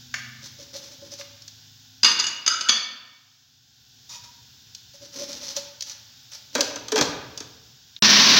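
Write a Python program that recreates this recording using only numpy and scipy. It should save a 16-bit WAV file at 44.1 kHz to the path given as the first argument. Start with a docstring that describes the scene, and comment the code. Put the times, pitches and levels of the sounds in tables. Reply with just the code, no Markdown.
"""A food processor in a hard-walled kitchen, heard from just above its plastic bowl. After a brief silence the
scene changes to its motor running: shaft hum and gear tones under the noise roar of blades in food. Before the
change, fingers press wet meat and onion (crackle, rub, hollow plops), a dish and a spoon ring as decaying
modes, and noise bursts through resonances knock the lid shut. A small container slides on the counter over
filtered hiss, rumble and a distant engine's low tones."""
import sys
import numpy as np
from scipy import signal
from scipy.fft import rfft, irfft, next_fast_len
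from scipy.io import wavfile
from scipy.ndimage import uniform_filter1d, minimum_filter1d, map_coordinates

SR = 44100
rng = np.random.default_rng(int(sys.argv[2]) if len(sys.argv) > 2 else 0)


def waveform_to_disk(signal):
    """Save audio, clipped to [-1, 1], as 16-bit WAV at the path in sys.argv[1]."""
    frames = np.transpose(np.atleast_2d(signal))
    scaled = np.clip(frames, -1, 1) * 32767
    samples = np.round(scaled).astype(np.int16)
    wavfile.write(sys.argv[1], SR, samples)


N = 370131  # samples

# Levels of spectra, modes and tones are relative within their table.
# roar of blades, gears and fan: pitch_hz, level_db
GRIND_SPECTRUM = [(290, -42.5), (500, -35.5), (678, -11.5), (773, -12), (1060, -2.5), (1210, -8.5),
                  (1690, -1.5), (1930, -4), (2850, -1.5), (3290, -1.5), (3700, 1), (5800, 1.5),
                  (8580, -35.5), (15100, -29), (16000, -25)]
# noise of the shaken housing: pitch_hz, level_db
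HOUSING_SPECTRUM = [(24, -62), (40, -36.5), (108, -10), (167, -10), (209, -1), (324, -9.5), (382, -9),
                    (467, -14), (680, -12.5), (800, -38), (1040, -15), (1760, -120)]
# motor and gear tones: pitch_hz, level_db
WHINE_TONES = [(1130, -38), (1830, -35), (2347, -36), (2912, -35), (3268, -38), (3709, -33), (3941, -32),
               (4210, -30), (4479, -35), (5103, -34), (5270, -36), (5480, -36), (5518, -33), (5744, -32),
               (5814, -34), (5900, -33), (6019, -33), (6288, -40)]
# the shaft shakes harder as it takes up the load: start_s, hold_s, level_db
LOAD_SURGES = [(8.07, 0.12, -31)]
SHAFT_HZ, SHAFT_DB, GRIND_DB, WHINE_DB = 207.2, -37.5, -13, 1
SILENCE_S, MOTOR_IN_S = 7.992, 8.0232  # all handling sound stops; after a brief silence the scene changes to the running motor

# fingers pressing the food: start_s, hold_s, squelch_db, push_db, plop_db (relative levels)
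PRESSES = [(0.432, 0.035, -39.5, -58, -73), (0.593, 0.036, -41.5, -51, -46.5),
           (0.742, 0.032, -35.5, -44.5, -45), (0.829, 0.058, -44, -58, -67), (0.918, 0.027, -45, -57, -53),
           (1.021, 0.063, -48, -50.5, -47.5), (1.12, .02, -39.5, -54, -47), (1.192, 0.016, -36.5, -55, -42),
           (4.938, 0.022, -47.5, -68, -55.5), (5.021, 0.039, -44, -50.5, -50),
           (5.134, 0.018, -41, -62, -58), (5.163, 0.043, -33, -41, -53), (5.212, .03, -34, -40, -33.5),
           (5.288, 0.091, -37.5, -46, -48), (5.421, .1, -34.5, -52, -46.5),
           (5.565, 0.01, -28.5, -46, -33.5), (5.639, 0.042, -51, -69, -57), (5.871, .05, -37.5, -66, -74),
           (6.323, .03, -36.5, -79, -80), (6.541, .01, -37, -50, -60)]
# crackle of wet food, also the grit under the container: pitch_hz, level_db
SQUELCH_SPECTRUM = [(350, -42.5), (600, -10), (625, -17.5), (790, -21.5), (894, -7), (970, -18),
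                    (1210, -13), (2800, -12.5), (3340, -6.5), (5950, 2.5), (8740, -27), (16000, -21)]
# resonances of the air in the bowl: pitch_hz, width_hz, level_db
CAVITY_MODES = [(272, 310, -18.5), (554, 17, 4), (925, 25, -30.5), (1046, 11, -19.5)]
PRESS_ATTACK_S, PRESS_RELEASE_S = 0.023, 0.084  # rise, and fall by 60 dB
# the lid pushing air into the bowl: start_s, level_db
LID_PUFFS = [(6.585, -27), (6.919, -25.5), (6.940, -23.5)]
OPEN_HZ, CLOSED_HZ = 565.7, 440  # the bowl's air resonance without and with the lid
LID_ON_S = 6.8

# the lid knocking on the bowl: start_s, body_db, click_db
LID_KNOCKS = [(6.551, -24, -23.5), (6.607, -31, -17.5), (6.758, -37, -33), (6.882, -42.5, -34.5),
              (6.9191, -28, -26), (7.01, -21, -19), (7.023, -36, -26.5), (7.375, -47, -33.5),
              (7.403, -42, -36)]
# the lid juddering along the rim: start_s, length_s, body_db, click_db
LID_TWISTS = [(6.567, .03, -30.5, -37.5), (6.957, .042, -25, -26.5)]
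# time from slip to slip, its scatter as a share, scatter in strength
SLIP_S, SLIP_SCATTER, SLIP_SCATTER_DB = .011, .2, 1.5
# the lid hits its stop and jolts the whole machine: start_s, hold_s, level_db
LOCK_JOLTS = [(7.013, 0.01, -31.5)]
# noise of that jolt: pitch_hz, level_db
JOLT_SPECTRUM = [(25, -39), (65, -9), (115, 5), (190, -5), (300, -29), (900, -84)]
# colour of plastic knocks: pitch_hz, level_db
PLASTIC_SPECTRUM = [(35, -60), (60, -28), (113, -4), (172, -13), (294, -4), (338, -20), (427, -6.5),
                    (785, -11.5), (1660, -2), (1820, -10.5), (2470, -14.5), (2710, -12.5), (6280, -6),
                    (9350, -37), (16000, -32.5)]
# resonances of the lid: pitch_hz, width_hz, level_db
LID_MODES = [(301.4, 21, 1.5), (446, 50, -1.5), (966, 78, 6), (1205, 33, 9), (1316, 65, 3.5), (1624, 32, 2),
             (2150, 31, -11), (2336, 24, 4.5), (2517, 41, 4), (3300, 32, 12.5), (3800, 75, -16)]
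THUD_LOW_HZ = 225  # the light lid alone gives no deeper sound

# the dish touching down: start_s, level_db, low_db (added to its modes under 4 kHz)
DISH_CLINKS = [(2.032, -16, -6.5), (2.0451, -10, 2.5), (2.061, -20.5, 7.5), (2.115, -27, -9),
               (2.191, -26.5, -4), (2.1973, -21, -9), (2.2403, -24.5, 2), (2.2671, -25, -11),
               (2.463, -21.5, -5), (2.477, -16, -3), (2.609, -26, 0)]
# the spoon dropping: start_s, level_db
SPOON_DROPS = [(2.687, -20.5), (2.692, -13.5)]
# free modes of dish and spoon, before the damping factor: pitch_hz, width_hz, level_db
DISH_MODES = [(1206, 19, -6.5), (1830, 8.7, -7), (2215, 44, -12.5), (2834, 37, 1), (3526, 68, -4.5),
              (4270, 73, -23), (4540, 46, -6), (4886, 73, 5.5), (5810, 78, -8), (5680, 100, -23.5),
              (6210, 56, -1.5), (6660, 50, -5.5), (7670, 170, -33), (9630, 58, -28.5), (11400, 37, -42),
              (11000, 210, -41)]
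SPOON_MODES = [(1807, 47, -10.5), (2252, 15, -5), (2932, 37, -16.5), (3210, 26, -5), (3477, 54, 1),
               (4565, 45, -0.5), (4600, 35, -9), (5300, 38, -16), (6050, 13, 3.5), (6230, 38, -14.5),
               (6610, 190, -3.5), (9100, 59, -27.5)]
# the dish's faint top partials: pitch_hz, width_hz, level_db
DISH_SPARKLE = [(7680, 81, 9), (8400, 36, -4.5), (9720, 39, -7), (10700, 37, -15.5), (11700, 61, -4),
                (14000, 60, -6)]
# the spoon's longest partials: pitch_hz, width_hz, level_db
SPOON_SUSTAIN = [(3350, 5.4, 3), (4460, 2, -1.5), (6100, 7, -8.5)]
# noise at the contact: pitch_hz, level_db
CLASH_SPECTRUM = [(59, -58.5), (100, -25.5), (255, -14), (648, -19), (1170, -7.5), (2000, -9.5),
                  (2220, -8.5), (2630, -6.5), (3540, -9), (4110, -5), (4870, 2), (5420, -9), (6290, -11),
                  (7610, -25.5), (16000, -43)]
SPOON_RATTLE_DB, DISH_RATTLE_DB = -16, -16  # each one shaken by a blow of the other
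PRESS_HZ_PER_S = 210  # the dish's pitch rises as it is pressed onto the counter
# the dish's rim grinding round: start_s, hold_s, level_db
RIM_ROLLS = [(2.51, 0.024, -29), (2.67, 0.017, -33.5)]
# resonances of the grinding rim: pitch_hz, width_hz, level_db
RIM_MODES = [(1320, 120, 1), (1562, 74, 0)]

# hard taps, the last one the switch: start_s, peak_db (before the room), pitch_hz, width_hz, room_db
TAPS = [(0.14, -14.5, 1986, 990, -4), (0.14, -18.5, 5550, 4500, 1), (1.211, -27.5, 2280, 2490, -5.5),
        (7.9632, -24, 3610, 1300, -32)]
# wet pieces snapping: start_s, peak_db (before the room)
SNAPS = [(1.137, -30.5), (1.420, -33.5), (1.4787, -28.5), (4.748, -24), (5.329, -22.5), (5.486, -25),
         (5.5651, -15.5), (5.807, -19), (5.822, -18.5), (5.896, -28)]
SNAP_HZ, SNAP_WIDTH_HZ, SNAP_ROOM_DB = 5620, 4100, -6.5
# a thin container sliding over the counter: start_s, hold_s, level_db
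SLIDES = [(4.096, 0.062, -40), (4.24, .01, -45)]
# resonances of its wall: pitch_hz, width_hz, level_db
CONTAINER_MODES = [(956, 15, 10.5), (1270, 51, -5), (2476, 56, 0.5), (3710, 50, 6), (5480, 36, 2),
                   (6900, 91, 3.5)]

# room background: start_s, hiss_db, rumble_db
FLOOR_LEVELS = [(0, -48.5, -56), (1.4, -50.5, -62.5), (2.3, -53, -65), (3.2, -57.5, -76.5),
                (3.6, -59, -70.5), (4.1, -52, -60), (6.2, -50.5, -63), (7.3, -50.5, -52.5),
                (7.9, -53, -63.5)]
# colours of the hiss and the rumble: pitch_hz, level_db
HISS_SPECTRUM = [(180, -32.5), (300, -11.5), (337, -21), (385, -20), (519, -32.5), (725, -11.5),
                 (1230, -19), (1510, -7), (2140, -15.5), (3640, 0.5), (3950, -4), (5160, 0.5), (6850, -6),
                 (9240, -35), (16000, -10.5)]
RUMBLE_SPECTRUM = [(15, -71), (25, -25.5), (114, 2.5), (183, -12.5), (245, -9), (339, -24.5), (452, -22),
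                   (500, -21), (650, -59), (1100, -120)]
# a distant engine idling: start_s, firing_hz, fourth_order_db, fifth_order_db
ENGINE_DRONE = [(0, 24.65, -69, -53.5), (.3, 24.74, -82, -46.5), (1.0, 26, -56.5, -69.5),
                (1.9, 26, -57.5, -65.5), (2.7, 25.8, -73.5, -72.5)]
# the engine's weaker orders: multiple of firing_hz, level_db (against the stronger of the two main orders)
ENGINE_ORDERS = [(6, -9), (9, -12.5), (10, -8.5)]
# decay of the kitchen's reverberation: pitch_hz, t60_s
KITCHEN_DECAY = [(150, 1), (400, 0.87), (1000, 0.97), (2800, 0.89), (7000, 0.42), (14000, 0.51)]
# stereo side signal against the mid: pitch_hz, level_db
STEREO_WIDTH = [(100, -50), (2500, -71.5), (5000, -65.5), (7000, -45), (9000, -29), (13000, -37.5)]
TOP_HZ = 15900  # band limit


def amp(db):
    """Decibels to a linear gain."""
    return 10 ** (np.asarray(db) / 20)


def unit(x):
    """Scaled to rms 1."""
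    return x / np.sqrt(np.mean(x ** 2) + 1e-20)


def onset_unit(x, size=660):
    """Scaled to rms 1 over its first 15 ms."""
    return x / np.sqrt(np.mean(x[:size] ** 2) + 1e-20)


def clock(count):
    """Time in seconds of each sample."""
    return np.arange(count) / SR


def along(points, hz):
    """(Hz, value) points read on a log frequency axis."""
    f, v = np.transpose(points)
    return np.interp(np.log(hz + 1), np.log(f + 1), v)


def curves(rows):
    """One value per sample for each column after the time."""
    s, *cols = np.transpose(rows)
    return [np.interp(clock(N), s, c) for c in cols]


def wobble(rate):
    """A smooth random curve, rate knots a second."""
    knots = rng.standard_normal(int(N * rate / SR) + 4)
    return map_coordinates(knots, [np.arange(N) * rate / SR], order=2)


def filtered(x, response):
    """x times a complex response of frequency."""
    m = next_fast_len(x.shape[-1] + 8192)
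    return irfft(rfft(x, m) * response(np.fft.rfftfreq(m, 1 / SR)), m)[..., :x.shape[-1]]


def coloured(x, spectrum, size=2048):
    """x through a causal, minimum-phase filter with the given (Hz, dB) shape."""
    gain = amp(along(spectrum, np.fft.rfftfreq(size, 1 / SR)))
    cepstrum = irfft(np.log(gain + 1e-6))
    fold = np.r_[1, np.full(size // 2 - 1, 2), np.zeros(size // 2)]
    impulse = irfft(np.exp(rfft(cepstrum * fold)))
    return signal.oaconvolve(x, impulse)[:len(x)]


def resonant(x, peaks):
    """x through a body's (Hz, width, dB) resonances, summed with alternating signs."""
    def response(f):
        total = 0
        for k, (c, w, db) in enumerate(peaks):
            total = total + (-1) ** k * amp(db) * 1j * f * w / (c * c - f * f + 1j * f * w)
        return total
    return filtered(x, response)


def band(x, edges_hz, kind):
    """x through a third-order band or high-pass filter."""
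    return signal.sosfilt(signal.butter(3, edges_hz, kind, fs=SR, output='sos'), x)


def noise(spectrum):
    """Unit-level noise with the given colour."""
    return unit(coloured(rng.standard_normal(N), spectrum))


def burst(t60, rise):
    """The chatter of one contact: noise that rises fast and dies 60 dB in t60 seconds."""
    t = clock(SR // 2)
    return rng.standard_normal(len(t)) * amp(-60 * t / t60) * (1 - np.exp(-t / rise))


def grains(rate, spread_db):
    """Random impulses of widely varying size, rate a second on average."""
    size = amp(spread_db * np.minimum(rng.exponential(size=N), 3))
    return (rng.random(N) < rate / SR) * rng.choice([-1, 1], N) * size


def ring(modes, shift_hz, scatter_db, damping, count=SR // 2):
    """Free ringing, with new mode strengths for every blow; wider modes die sooner."""
    t = clock(count).astype('float32')
    out = np.zeros(len(t))
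    for hz, width, db in modes:
        swing = np.sin(float(2 * np.pi * (hz + shift_hz)) * t + 2 * np.pi * rng.random())
        decay = np.exp(-float(np.pi * damping * width) * t)
        out += width * amp(db + scatter_db * rng.normal()) * decay * swing
    return out


def strokes(rows, attack_s, release_s):
    """Gain of (s, hold s, dB) gestures: each swells up to its time, holds, and falls 60 dB over the release."""
    t, out = clock(N), np.zeros(N)
    for s, hold_s, db in rows:
        near = slice(*np.searchsorted(t, [s - attack_s, s + hold_s + release_s]))
        u = t[near] - s
        swell = np.minimum(1 + u / attack_s, 1) ** 2
        fall_db = -60 * np.maximum(u - hold_s, 0) / release_s
        out[near] = np.maximum(out[near], swell * amp(db + fall_db))
    return out


def add(track, s, x):
    """Mix x into the track at s seconds."""
    part = track[round(s * SR):][:len(x)]
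    part += x[:len(part)]


def echo(x, wet_db):
    """x plus the kitchen's answer, each frequency dying at its own speed."""
    hz, t, z = signal.stft(rng.standard_normal(SR), SR, nperseg=256)
    decay = amp(-60 * t / along(KITCHEN_DECAY, hz)[:, None])
    tail = signal.istft(z * decay, SR, nperseg=256)[1]
    tail = tail * (1 - np.exp(-(clock(len(tail)) / 0.0028) ** 2))  # builds up over some milliseconds
    room = amp(wet_db) * tail / np.linalg.norm(tail)
    room[0] = 1  # the direct sound
    return signal.fftconvolve(x, room)[:N]


def motor():
    """The shaft hums and shakes the housing; gears whine over the roar of blades hitting food."""
    run = np.cumsum(1 + .0017 * wobble(14)) / SR  # the load nudges the speed of every tone alike
    whine = np.zeros(N)
    for hz, db in WHINE_TONES:
        whine += amp(db + 2 * wobble(12)) * np.sin(2 * np.pi * (hz * run + rng.random()))
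    chop = unit(coloured(grains(rate=7000, spread_db=2.5), GRIND_SPECTRUM))
    roar = unit(noise(GRIND_SPECTRUM) + chop) * amp(1.3 * wobble(70))
    shake = amp(SHAFT_DB) + strokes(LOAD_SURGES, attack_s=.08, release_s=0.18)
    hum = shake * np.sin(2 * np.pi * SHAFT_HZ * run)
    housing = amp(-28.5) * band(noise(HOUSING_SPECTRUM), 60, 'high')
    running = clock(N) > MOTOR_IN_S
    return (amp(GRIND_DB) * roar + amp(WHINE_DB) * whine + hum + housing) * running


def food():
    """Wet pieces crackle and rub under each press of the fingers."""
    squelches = [(s, hold_s, db) for s, hold_s, db, _, _ in PRESSES]
    pushes = [(s, hold_s, db) for s, hold_s, _, db, _ in PRESSES]
    wet = strokes(squelches, PRESS_ATTACK_S, PRESS_RELEASE_S)
    push = strokes(pushes, PRESS_ATTACK_S, PRESS_RELEASE_S)
    crackle = unit(coloured(grains(rate=1000, spread_db=1.0), SQUELCH_SPECTRUM))
    crackle = crackle * amp(1.4 * wobble(45) - 3.0)
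    rub = noise([(150, -9.5), (250, -1), (320, -1.5), (420, -13.5), (560, -13.5), (1200, -4)])
    rub = unit(resonant(rub, CAVITY_MODES))
    return echo(wet * crackle + amp(-2.5) * push * rub, wet_db=-3.5)


def bowl_air():
    """Each push of fingers or lid makes a hollow plop; the closed lid lowers its pitch."""
    out, t = np.zeros(N), clock(SR // 2)
    envelope = (1 - np.exp(-(t / 0.0063) ** 2)) * amp(-60 * t / 0.15)
    for s, *_, db in PRESSES + LID_PUFFS:
        hz = OPEN_HZ if s < LID_ON_S else CLOSED_HZ
        add(out, s, amp(db) * onset_unit(np.sin(2 * np.pi * hz * t) * envelope))
    return echo(out, wet_db=-12.5)


def slips():
    """A twisted lid sticks and slips at an uneven rate: rows like those of the knocks."""
    rows = []
    for start, length_s, body_db, click_db in LID_TWISTS:
        for k, (late, strong) in enumerate(rng.standard_normal(size=(8, 2))):
            if k * SLIP_S < length_s:
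                s = start + SLIP_S * (k + SLIP_SCATTER * late)
                change_db = SLIP_SCATTER_DB * strong
                rows.append((s, body_db + change_db, click_db + change_db))
    return rows


def knocks():
    """Each knock is a hollow thud, a clack of the thin walls and a short bright click; locking adds a deep jolt."""
    jolt = strokes(LOCK_JOLTS, attack_s=.005, release_s=0.11) * noise(JOLT_SPECTRUM)
    out = echo(jolt, wet_db=-3)
    for s, body_db, click_db in LID_KNOCKS + slips():
        body = onset_unit(coloured(burst(t60=0.094, rise=0.0019), PLASTIC_SPECTRUM))
        body = body + amp(-2) * onset_unit(resonant(burst(t60=0.027, rise=0.0013), LID_MODES))
        thud = amp(body_db + 0.36) * onset_unit(band(body, [THUD_LOW_HZ, 940], 'band'))
        wall = amp(body_db - 0.9) * onset_unit(band(body, [750, 2700], 'band'))
        bright = band(coloured(burst(t60=0.031, rise=0.001), PLASTIC_SPECTRUM), 3100, 'high')
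        click = amp(click_db) * onset_unit(bright)
        add(out, s, echo(thud + wall + click, wet_db=-5.5))
    return out


def clatter():
    """The dish, damped by the counter, rattles to rest; the spoon drops last and rings on."""
    out = np.zeros(N)
    seating = 1 - np.exp(-clock(SR // 2) / .0009)  # a rim meets the counter gradually
    blows = []  # start_s, dish_db, spoon_db, shift_hz, low_db
    for s, db, low_db in DISH_CLINKS:
        shift_hz = PRESS_HZ_PER_S * (s - DISH_CLINKS[0][0])
        blows.append((s, db, db + SPOON_RATTLE_DB, shift_hz, low_db))
    for s, db in SPOON_DROPS:
        blows.append((s, db + DISH_RATTLE_DB, db, 0, 0))
    for s, dish_db, spoon_db, shift_hz, low_db in blows:
        # glancing blows miss the low modes
        modes = [(hz, width, db + low_db * (hz < 4000)) for hz, width, db in DISH_MODES]
        dish = onset_unit(seating * ring(modes, shift_hz, scatter_db=3.5, damping=0.98))
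        sparkle = onset_unit(seating * ring(DISH_SPARKLE, shift_hz, scatter_db=3, damping=1.3))
        dish += amp(-28) * sparkle
        spoon = onset_unit(seating * ring(SPOON_MODES, 0, scatter_db=0.5, damping=1.0))
        crack = onset_unit(coloured(burst(t60=.045, rise=.001), CLASH_SPECTRUM))
        crack = np.hypot(amp(dish_db), amp(spoon_db)) * crack
        hit = amp(dish_db) * dish + amp(spoon_db - 1.5) * spoon + amp(-5.5) * crack
        add(out, s, echo(hit, wet_db=-2.5))
        sustain = ring(SPOON_SUSTAIN, 0, scatter_db=1.5, damping=0.95, count=SR)
        add(out, s, amp(spoon_db - 12.0) * onset_unit(sustain))
    rim = unit(resonant(resonant(rng.standard_normal(N), RIM_MODES), RIM_MODES))
    return out + strokes(RIM_ROLLS, attack_s=0.034, release_s=0.46) * rim


def ticks():
    """Short taps and snaps, each a noise burst around one pitch; those close to the microphone are drier."""
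    out = np.zeros(N)
    snaps = [(s, db, SNAP_HZ, SNAP_WIDTH_HZ, SNAP_ROOM_DB) for s, db in SNAPS]
    for s, db, hz, width_hz, room_db in TAPS + snaps:
        tone = [(hz, width_hz, 0)]
        snap = resonant(resonant(burst(t60=0.024, rise=0.0018), tone), tone)
        snap = coloured(snap, [(300, 8.5), (1500, 2.5), (6500, -3), (8700, -23.5), (16000, -5)])
        add(out, s, echo(amp(db) * snap / np.abs(snap).max(), wet_db=room_db))
    return out


def slide():
    """Gritty friction sets the container's wall singing."""
    grit = unit(coloured(grains(rate=5000, spread_db=2), SQUELCH_SPECTRUM))
    song = unit(resonant(rng.standard_normal(N), CONTAINER_MODES))
    friction = strokes(SLIDES, attack_s=0.012, release_s=0.12)
    return echo(friction * (amp(-1.5) * grit + amp(-6.5) * song), wet_db=-4)


def background():
    """Hiss and low rumble drift in level under the sine orders of a distant engine that fades."""
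    hiss_db, rumble_db = curves(FLOOR_LEVELS)
    firing_hz, fourth_db, fifth_db = curves(ENGINE_DRONE)
    cycle = 2 * np.pi * np.cumsum(firing_hz) / SR
    drone = amp(fourth_db) * np.sin(4 * cycle) + amp(fifth_db) * np.sin(5 * cycle)
    strongest_db = np.maximum(fourth_db, fifth_db)
    for multiple, db in ENGINE_ORDERS:
        drone += amp(strongest_db + db + 3 * wobble(4)) * np.sin(round(multiple) * cycle)
    return amp(hiss_db) * noise(HISS_SPECTRUM) + amp(rumble_db) * noise(RUMBLE_SPECTRUM) + drone


def scene():
    """All handling sound stops; after a brief silence the scene changes to the running motor; the sound is
    nearly mono."""
    before = food() + bowl_air() + knocks() + clatter() + ticks() + slide() + background()
    mid = motor() + before * (clock(N) < SILENCE_S)
    side = filtered(mid, lambda hz: 1j * amp(along(STEREO_WIDTH, hz)))  # a quarter cycle out of step
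    return np.array([mid + side, mid - side])


def record(dry):
    """A fast limiter holds down the peaks, then everything above the band limit is removed."""
    needed = np.minimum(1, .95 / (np.abs(dry).max(axis=0) + 1e-9))
    gain = uniform_filter1d(minimum_filter1d(needed, size=129), size=129)
    return filtered(dry * gain, lambda hz: hz < TOP_HZ)


dry = scene()
out = record(dry)
waveform_to_disk(out)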